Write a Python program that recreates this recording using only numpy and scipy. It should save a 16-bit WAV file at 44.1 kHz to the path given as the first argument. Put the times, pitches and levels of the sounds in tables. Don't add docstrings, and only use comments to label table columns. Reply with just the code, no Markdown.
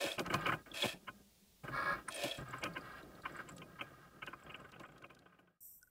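import sys
import numpy as np
from scipy import signal
from scipy.fft import rfft, irfft
from scipy.io import wavfile
from scipy.ndimage import uniform_filter1d

SR = 44100
rng = np.random.default_rng(int(sys.argv[2]) if len(sys.argv) > 2 else 0)


def wav_out(sig):
    wavfile.write(sys.argv[1], SR, np.round(np.clip(np.atleast_2d(sig).T, -1, 1) * 32767).astype(np.int16))


N = 260190
T = np.arange(N) / SR

# f/Hz, level/dB
ROOM_TONE = [(25, -14), (40, -14.5), (53, -1), (100, -12), (140, -13.5), (205, -4), (250, -20),
             (370, -17.5), (1400, -30), (3000, -24), (3700, -23), (12000, -27.5), (16000, -28)]
# start/s, end/s, stroke/dB, roller rumble/dB, feed hum/dB, hum f/Hz
MOVES = [(0.168, 0.286, -58, -51.5, -55, 165), (0.301, 0.539, -48, -48.5, -53, 167),
         (0.552, 0.594, -60, -51.5, -72, 167.6), (0.654, 0.757, -63, -58, -72, 171.4),
         (0.931, 0.962, -74.5, -52.5, -57.5, 187), (0.989, 1.208, -77, -66, -65.5, 198),
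         (1.632, 1.721, -55, -55.5, -52.5, 142), (1.718, 1.992, -54.5, -50.5, -61, 131.3),
         (2.0, 2.082, -68.5, -61.5, -75, 132), (2.376, 2.43, -53, -47, -49.5, 134),
         (2.446, 2.591, -53.5, -55.5, -53, 121.7), (2.597, 2.731, -57.5, -52.5, -56.5, 174),
         (2.727, 3.01, -55.5, -54.5, -69, 139.6), (3.021, 3.206, -64, -56, -82, 133.4),
         (3.229, 3.406, -52, -55.5, -72, 139.8), (3.421, 3.633, -60.5, -54.5, -58.5, 170.7),
         (3.645, 3.747, -65.5, -58.5, -62, 157), (3.75, 4.08, -60, -58, -64.5, 139),
         (4.102, 4.208, -62, -59.5, -61.5, 135.5), (4.224, 4.42, -58.5, -57, -65, 145.4),
         (4.433, 4.696, -56.5, -54, -60.5, 140), (4.711, 5.061, -59, -50, -64.5, 140.1),
         (5.074, 5.569, -59.5, -54.5, -57, 172.3)]
# start/s, heaviest load/s, end/s, gear rasp/dB, housing drone/dB
LIFTS = [(0.0, 0.042, 0.14, -48, -35.5), (0.733, 0.839, 0.91, -47.5, -43), (2.098, 2.241, 2.38, -50.5, -36)]
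# f/Hz, width/Hz, level/dB
HOLDER_MODES = [(336.3, 31, -5), (445, 95, -4), (577.5, 58, -5), (743, 63, -4.5), (1053, 36, 1),
                (1182, 55, -1.5), (1273.4, 37, 0.5), (1484, 52.6, 6.5), (1526, 165, -0.5), (1650, 59, -13),
                (2343, 18, -14.5), (2478, 34, -3), (3000, 80, -12.5), (3195, 18, -17)]


def undb(db):
    return 10 ** (np.asarray(db) / 20)


def unit(x):
    return x / np.sqrt(np.mean(x ** 2))


def loudest(x, db, size=441):
    return x * undb(db) / np.sqrt(uniform_filter1d(x ** 2, size).max())


def peak(x, db):
    return x * undb(db) / np.abs(x).max()


def add(out, s, x):
    i = max(int(s * SR), 0)
    out[i:i + len(x)] += x[:N - i]


def walk(rate):
    hold = int(SR / rate)
    steps = np.repeat(rng.standard_normal(N // hold + 1), hold)
    return unit(uniform_filter1d(steps, hold)[:N])


def series(start, end, gap_s, scatter_db, size=16):
    chance = rng.standard_normal((size, 2))
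    k = np.arange(size)
    times = start + gap_s * (k + .18 * chance[:, 0] * (k > 0))
    return np.column_stack([times, scatter_db * chance[:, 1]])[start + gap_s * k <= end]


def colour(x, points, size=4096):
    hz, db = np.transpose(points)
    f = np.maximum(np.arange(size // 2 + 1) * SR / size, 1)
    curve_db = np.interp(np.log(f), np.log(hz), db)
    cepstrum = irfft(np.log(undb(curve_db)))
    cepstrum[1:size // 2] *= 2
    cepstrum[size // 2 + 1:] = 0
    impulse = irfft(np.exp(rfft(cepstrum)))
    return signal.fftconvolve(x, impulse)[:len(x)]


def resonate(x, modes):
    return sum((-1) ** k * undb(db) * signal.lfilter(*signal.iirpeak(hz, hz / width, fs=SR), x)
               for k, (hz, width, db) in enumerate(modes))


def band(x, lo_hz, hi_hz, order=3):
    edges = [lo_hz, min(hi_hz, SR / 2 - 1)]
    return signal.sosfilt(signal.butter(order, edges, "band", fs=SR, output="sos"), x)


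def teeth(mesh_hz, scatter_db, grit):
    turn = np.cumsum(mesh_hz) / SR
    tooth = turn.astype(int)
    force = undb(scatter_db * rng.standard_normal(N))[tooth]
    impacts = np.diff(tooth, prepend=0) * 1.
    rub = rng.standard_normal(N) * np.exp(-2 * (turn % 1))
    return unit(force * (unit(impacts) + grit * unit(rub)))


def chatter(rise_s, size=6000):
    t = np.arange(size) / SR / rise_s
    return t * np.exp(-t) * rng.standard_normal(size) * undb(3 * rng.standard_normal(size))


def rattle(rise_s, fall_s, grain_db, size=6000):
    t = (np.arange(size) - size / 2) / SR
    swell = np.exp(-np.where(t < 0, (t / rise_s) ** 2, t / fall_s))
    return swell * rng.standard_normal(size) * undb(grain_db * rng.standard_normal(size))


def gate(start, end, attack_s, release_s):
    return np.clip((T - start) / attack_s, 0, 1) * np.exp(-np.maximum(T - end, 0) / release_s)


def move_gain(column):
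    return np.sqrt(sum((undb(move[column]) * gate(move[0], move[1], attack_s=.014, release_s=.018)) ** 2
                       for move in MOVES))


def traverse_gain():
    start_s, end_s, speed_up_s, brake_s = 1.695, 1.99, .07, .06
    speed = np.clip(np.minimum((T - start_s) / speed_up_s, (end_s - T) / brake_s), 0, 1)
    return undb(-38.5) * speed ** 2


def lift_gain(column, fall_db_per_s):
    return sum(undb(run[column] - fall_db_per_s * np.abs(T - run[1]))
               * gate(run[0], run[2], attack_s=.012, release_s=.029) for run in LIFTS)


def room_air(db):
    return undb(db) * unit(colour(rng.standard_normal(N), ROOM_TONE))


def driver_whine(effort):
    switch_hz, idle_db, load_db = 15000, -85, -77.5
    tone = np.sin(2 * np.pi * np.cumsum(switch_hz + 12 * walk(90)) / SR)
    sidebands = unit(band(rng.standard_normal(N), switch_hz - 200, switch_hz + 200))
    level = undb(idle_db) + undb(load_db) * (effort / effort.max()) ** .6
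    return level * undb(2.5 * walk(15)) * (tone + undb(-4.5) * sidebands)


def closing_hiss():
    # t/s, level/dB
    envelope = [(5.606, -65), (5.612, -58.5), (5.646, -54.5), (5.786, -63), (5.804, -73), (5.832, -74.5),
                (5.838, -72), (5.9, -80)]
    # f/Hz, level/dB
    hiss_eq = [(2650, -101), (4500, -50.5), (5030, -52), (5250, -16), (5530, -14.5), (5960, -7),
               (6350, -26.5), (6950, -10), (8290, -6.5), (9260, -10.5), (10600, -9.5), (11900, -7),
               (12800, 1.5), (14700, -1.5), (16000, -17.5)]
    # f/Hz, width/Hz, level/dB
    shimmer_modes = [(5720, 350, -13), (7700, 280, -1.5), (8620, 320, 2), (11200, 150, -6),
                     (12140, 320, 4.5), (12900, 210, 0), (14300, 250, 0)]
    # t/s, peak/dB, body/dB
    light_clicks = [(5.813, -63, -76), (5.828, -49, -61), (5.873, -68, -68.5)]
    level = undb(np.interp(T, *np.transpose(envelope), left=-np.inf))
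    shimmer = unit(band(resonate(rng.standard_normal(N), shimmer_modes), 5700, 15500, order=8))
    hiss = unit(colour(rng.standard_normal(N), hiss_eq))
    rumble = unit(band(rng.standard_normal(N), 25, 99, order=1))
    out = level * (undb(-2) * hiss + undb(-4.5) * shimmer) + (level > 0) * undb(-79) * rumble
    for s, db, body_db in light_clicks:
        add(out, s, peak(band(chatter(rise_s=.00086), 5250, 9500), db + .5))
        add(out, s - .001, loudest(band(chatter(rise_s=.00081), 1447, 1525, order=2), body_db - 1.5))
    return out


def rollers():
    # f/Hz, level/dB
    rumble_eq = [(25, -31), (52, -0.5), (72, -8.5), (105, -6.5), (140, -1), (175, -1.5), (215, -5),
                 (255, -4), (330, -2.5), (450, -9), (570, -5.5), (800, -13.5), (1200, -28), (2500, -61)]
    moves = np.array(MOVES)
    current_move = np.maximum(np.searchsorted(moves[:, 0], T) - 1, 0)
    hum_hz = moves[current_move, -1] * (1 + .06 * walk(70))
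    phase = 2 * np.pi * np.cumsum(hum_hz) / SR
    hum = unit(np.sin(phase) + undb(-17.5) * np.sin(2 * phase)) * undb(3.5 * walk(45))
    rumble = unit(colour(rng.standard_normal(N), rumble_eq)) * undb(2.2 * walk(35))
    return undb(-2) * (move_gain(column=3) * rumble + move_gain(column=4) * hum)


def belt_slap(speed):
    # f/Hz, level/dB
    slap_eq = [(2500, -21), (3600, -1), (4200, -4.5), (4900, -3.5), (5500, -10.5), (6500, -28), (8500, -20),
               (9400, -6.5), (10500, -27), (15000, -20.5)]
    # f/Hz, width/Hz, level/dB
    belt_modes = [(4150, 37, 3.5), (4350, 57, 1.5), (4710, 65, 0.5)]
    slap_hz = 75 * speed * (1 + .11 * walk(40))
    tooth_phase = np.cumsum(slap_hz) / SR % 1
    slaps = np.exp(-1.2 * tooth_phase) * rng.standard_normal(N)
    return unit(unit(colour(slaps, slap_eq)) + undb(-2) * unit(resonate(slaps, belt_modes)))


def tip_scrape():
    # f/Hz, width/Hz, level/dB
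    frame_modes = [(1050, 22, -4), (1226, 40, 5.5), (1346, 56, -7), (1505, 73, -4.5), (1614, 38, 1),
                   (1960, 80, -8), (2170, 29, -11), (2490, 140, -16), (4860, 200, -25)]
    # f/Hz, level/dB
    scrape_eq = [(400, -34), (800, -2), (1050, -10.5), (1260, 4), (1420, -7), (1640, -14), (1900, -2),
                 (2200, -12), (2800, -6), (4500, -23), (7000, -32)]
    slips = teeth(420 * (1 + .2 * walk(60)), scatter_db=1.5, grit=3.4)
    return unit(unit(resonate(slips, frame_modes)) + undb(-4) * unit(colour(slips, scrape_eq)))


def belt_drive(slow, fast):
    # f/Hz, width/Hz, level/dB
    drive_modes = [(1075, 26, -2), (1255, 40, 0), (1365, 35, -5), (1475, 35, -8), (1648, 32, 2),
                   (1890, 50, -12), (2220, 35, -7)]
    # f/Hz, level/dB
    frame_eq = [(150, -35.5), (310, -8.5), (450, -26.5), (560, 4), (700, -13), (900, -11), (1100, -2.5),
                (1700, -2.5), (2050, -29.5), (2280, -14.5), (2800, -26.5), (4800, -26.5), (6000, -27.5),
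                (14000, -45)]
    rest_hz, cruise_hz = 20, 414.6
    speed = (np.maximum(slow, fast) / fast.max()) ** .3
    mesh_hz = rest_hz + (cruise_hz - rest_hz) * speed * (1 + .025 * walk(60))
    mesh = teeth(mesh_hz, scatter_db=2.2, grit=2.9)
    frame = undb(.5) * unit(resonate(mesh, drive_modes)) + undb(-4) * unit(colour(mesh, frame_eq))
    gears = unit(band(frame, 140, 2400))
    belt = belt_slap(speed)
    stroke = undb(-9.5) * gears + tip_scrape() + undb(-23) * belt
    return fast * (gears + undb(-19.5) * belt) + slow * undb(2.2 * walk(30)) * stroke


def lift_motor(effort):
    # f/Hz, level/dB
    rasp_eq = [(470, -50), (800, -3.5), (1040, -17), (1170, -2), (1760, 1.5), (2000, -17), (2240, -1),
               (2600, -2), (2980, -4.5), (3380, -6.5), (3790, -2), (5870, -14), (8990, -10.5), (15200, -22),
               (16000, -21)]
    # f/Hz, width/Hz, level/dB
    gear_modes = [(1075, 210, -2), (1767, 45, 10.5), (2536, 60, 6), (3286, 102, 9), (4700, 180, -19),
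                  (5370, 46, 2.5), (6000, 460, -20), (7130, 34, -7.5), (7400, 280, -19.5),
                  (8500, 270, -16.5), (9000, 110, -20.5)]
    # f/Hz, width/Hz, level/dB
    housing_modes = [(310, 58, -20), (563, 23, -9), (629, 20, -19.5), (700.3, 23, -14.5)]
    free_mesh_hz, shaft_hz, sag, load_width_s = 663.5, 26, .14, .04
    load = sum(np.exp(-((T - run[1]) / load_width_s) ** 2) for run in LIFTS)
    mesh_hz = free_mesh_hz * (1 - sag * load) * (1 + .015 * walk(30))
    mesh = teeth(mesh_hz, scatter_db=2, grit=2.2)
    throb = undb(.83 * np.sin(2 * np.pi * shaft_hz * T))
    phase = 2 * np.pi * np.cumsum(mesh_hz) / SR
    whine = unit(np.sin(4 * phase) + np.sin(5 * phase)) * undb(3 * walk(120))
    rasp = unit(colour(mesh, rasp_eq)) + unit(resonate(mesh, gear_modes))
    gears = undb(6.5) * rasp + undb(-4.5) * whine
    groan = np.sin(phase) * undb(2.5 * walk(80))
    housing = unit(band(resonate(mesh, housing_modes), 220, 1400, order=2))
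    drone = unit(housing + undb(-3) * groan)
    return effort * throb * gears + undb(-3) * lift_gain(column=4, fall_db_per_s=144) * drone


def holder_rattles():
    blows = np.zeros(N)
    for s, db in series(start=4.3, end=5.5, gap_s=1 / 24, scatter_db=5, size=64):
        add(blows, s, undb(db) * chatter(rise_s=.0036))
    ring = unit(resonate(blows, HOLDER_MODES))
    edge = unit(band(blows, 2030, 3260, order=5))
    return undb(-60.5) * (undb(-2) * ring + undb(-9) * edge)


def holder_knocks():
    # t/s, body/dB, clack/dB, ring/dB, rise/s
    hits = [(0.046, -40, -47.5, -54, 0.0011), (0.183, -41, -42.5, -42.5, 0.0021),
            (0.197, -34.5, -42, -41, 0.006), (0.268, -46, -43, -53, 0.011),
            (0.306, -43, -39.5, -43.5, 0.0058), (0.331, -37.5, -39.5, -52, 0.0048),
            (0.343, -34.5, -32, -37, 0.0033), (0.387, -48, -53, -56, 0.0067),
            (0.46, -45.5, -35.5, -36.5, 0.0024), (0.47, -39.5, -41, -42, 0.0024),
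            (0.496, -42.5, -32, -40.5, 0.0094), (0.525, -41, -34.5, -52, 0.0038),
            (0.541, -45.5, -43, -46, 0.012), (0.663, -65, -61.5, -66.5, 0.0021),
            (0.842, -33, -45.5, -40, 0.014), (1.085, -52.5, -43, -50.5, 0.0092),
            (1.639, -49.5, -57, -62, 0.001), (1.683, -49, -44, -53.5, 0.0047),
            (2.087, -55, -40, -76, 0.0059), (2.241, -40, -62, -44.5, 0.0075),
            (2.539, -51, -41, -55, 0.0073), (2.639, -40.5, -41.5, -41, 0.014),
            (2.662, -45, -41, -45, 0.0095), (2.771, -46, -40, -46.5, 0.012),
            (3.259, -53.5, -36.5, -45, 0.0054), (3.358, -66, -48, -75, 0.0025),
            (3.39, -56, -44, -63, 0.002), (3.401, -53, -47.5, -64, 0.0017),
            (3.495, -53.5, -51.5, -56, 0.014), (3.619, -55.5, -52.5, -50, 0.0018),
            (3.798, -61, -46, -52.5, 0.0086), (3.811, -43.5, -41.5, -37.5, 0.002),
            (4.227, -50, -40.5, -42.5, 0.0059), (4.277, -46, -41, -42, 0.0055),
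            (4.336, -53.5, -41, -71, 0.0058), (4.505, -56, -48.5, -46.5, 0.0086),
            (4.547, -53, -45.5, -39, 0.0039), (4.742, -57, -50, -51, 0.01), (4.803, -42, -50, -53, 0.0069),
            (4.837, -57, -41.5, -58, 0.0017), (5.044, -46.5, -41.5, -42.5, 0.0061),
            (5.106, -49, -46, -48, 0.0042), (5.329, -63, -47.5, -59, 0.0058),
            (5.391, -46, -46.5, -50, 0.0036)]
    # f/Hz, level/dB
    jolt_eq = [(45, -40.5), (85, -13), (130, -2), (170, -8.5), (205, -7), (260, -6.5), (330, -2.5),
               (430, -13), (560, -7), (900, -18.5), (2000, -39)]
    out = np.zeros(N)
    for s, body_db, clack_db, ring_db, rise_s in hits:
        blow = rattle(max(rise_s, 1 / SR), fall_s=.0051, grain_db=2)
        knock = resonate(blow, HOLDER_MODES) + undb(-12) * blow
        start = s - len(blow) / 2 / SR - .0012
        add(out, start, loudest(band(knock, 300, 850), body_db - 4.5))
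        add(out, start, loudest(band(knock, 950, 2180), clack_db - .3))
        add(out, start, loudest(band(knock, 2100, 3150, order=7), ring_db + .55))
        jolt = colour(chatter(rise_s=.0087), jolt_eq)
        add(out, s - .003, loudest(jolt, body_db - 2))
    return out


def gear_pings():
    # t/s, peak/dB
    contacts = [(0.115, -32), (0.714, -42.5), (0.822, -26.5), (2.3105, -32)]
    # f/Hz, width/Hz, level/dB
    ping_modes = [(3217, 94, -13), (3400, 250, -12), (2570, 310, -19)]
    out = np.zeros(N)
    for s, db in contacts:
        ping = band(resonate(chatter(rise_s=.0028), ping_modes), 3100, 4600)
        add(out, s - .001, peak(ping, db + .5))
    return out


def squeaks_and_ticks():
    # start/s, end/s, spacing/s, peak/dB, f/Hz
    runs = [(0.3, 0.53, 0.1, -47, 7600), (2.085, 2.1, 0.05, -43.5, 8640),
            (2.1445, 2.17, 0.016, -38.5, 8800), (2.372, 2.62, 0.048, -52, 7580),
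            (2.736, 2.82, 0.036, -51, 4600), (2.857, 3.04, 0.075, -53.5, 4330),
            (3.15, 3.25, 0.069, -50, 4070), (3.321, 3.39, 0.049, -53, 7600),
            (3.489, 3.58, 0.039, -44, 7310), (4.338, 4.35, 0.048, -49, 4590),
            (4.398, 4.7, 0.041, -56, 7550), (4.831, 4.94, 0.028, -53.5, 7500)]
    out = np.zeros(N)
    for start, end, gap_s, db, hz in runs:
        for s, stray_db in series(start, end, gap_s, scatter_db=4.5):
            burst = rattle(rise_s=.003, fall_s=.005, grain_db=2.5)
            centre_hz = hz * (1 + .028 * rng.standard_normal())
            grit = band(burst, 3500, 9500, order=2)
            blip = band(burst, centre_hz - 420, centre_hz + 420, order=2) + undb(-15) * grit
            add(out, s + .0024 - len(blip) / 2 / SR, peak(blip, db + stray_db - 2.5))
    return out


def tip_snaps():
    # t/s, peak/dB
    hard_snaps = [(0.1935, -36.5), (0.2628, -49), (0.34, -35.5), (0.466, -45.5), (2.122, -45),
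                  (2.2369, -35.5), (2.638, -38.5), (3.581, -52.5), (4.264, -49), (4.7186, -53.5),
                  (4.797, -50)]
    # f/Hz, level/dB
    snap_eq = [(1500, -27), (3000, 2), (4700, 0.5), (5600, -5), (6500, -3), (8500, -8.5), (12000, -12.5),
               (15500, -32.5)]
    out = np.zeros(N)
    flurry = [(s, db - 52.5) for s, db in series(start=4.98, end=5.2, gap_s=.043, scatter_db=5.5)]
    for s, db in hard_snaps + flurry:
        snap = colour(rattle(rise_s=.0025, fall_s=.0028, grain_db=2.5), snap_eq)
        add(out, s + .002 - len(snap) / 2 / SR, peak(snap, db + 7))
    return out


def casing(x):
    # f/Hz, width/Hz
    dead_bands = [(915, 30), (2070, 28), (3020, 120)]
    for hz, width in dead_bands:
        x = signal.lfilter(*signal.iirnotch(hz, hz / width, fs=SR), x)
    return x


def scene():
    slow, fast, lift = move_gain(column=2), traverse_gain(), lift_gain(column=3, fall_db_per_s=90)
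    motors = belt_drive(slow, fast) + rollers() + lift_motor(lift)
    contacts = holder_knocks() + gear_pings() + holder_rattles() + squeaks_and_ticks() + tip_snaps()
    machine = casing(motors + contacts)
    still_air = room_air(db=-101)
    background = room_air(db=-68) + driver_whine(slow + fast + lift)
    fade_start_s, fade_end_s = 2.04, 5.643
    fade = np.cos(np.pi / 2 * np.clip((T - fade_start_s) / (fade_end_s - fade_start_s), 0, 1))
    return (fade * (machine + background) + still_air + closing_hiss())[None]


def record(dry):
    top_hz = 15700
    return signal.sosfilt(signal.ellip(10, .2, 70, top_hz, fs=SR, output="sos"), dry)


dry = scene()
out = record(dry)
wav_out(out)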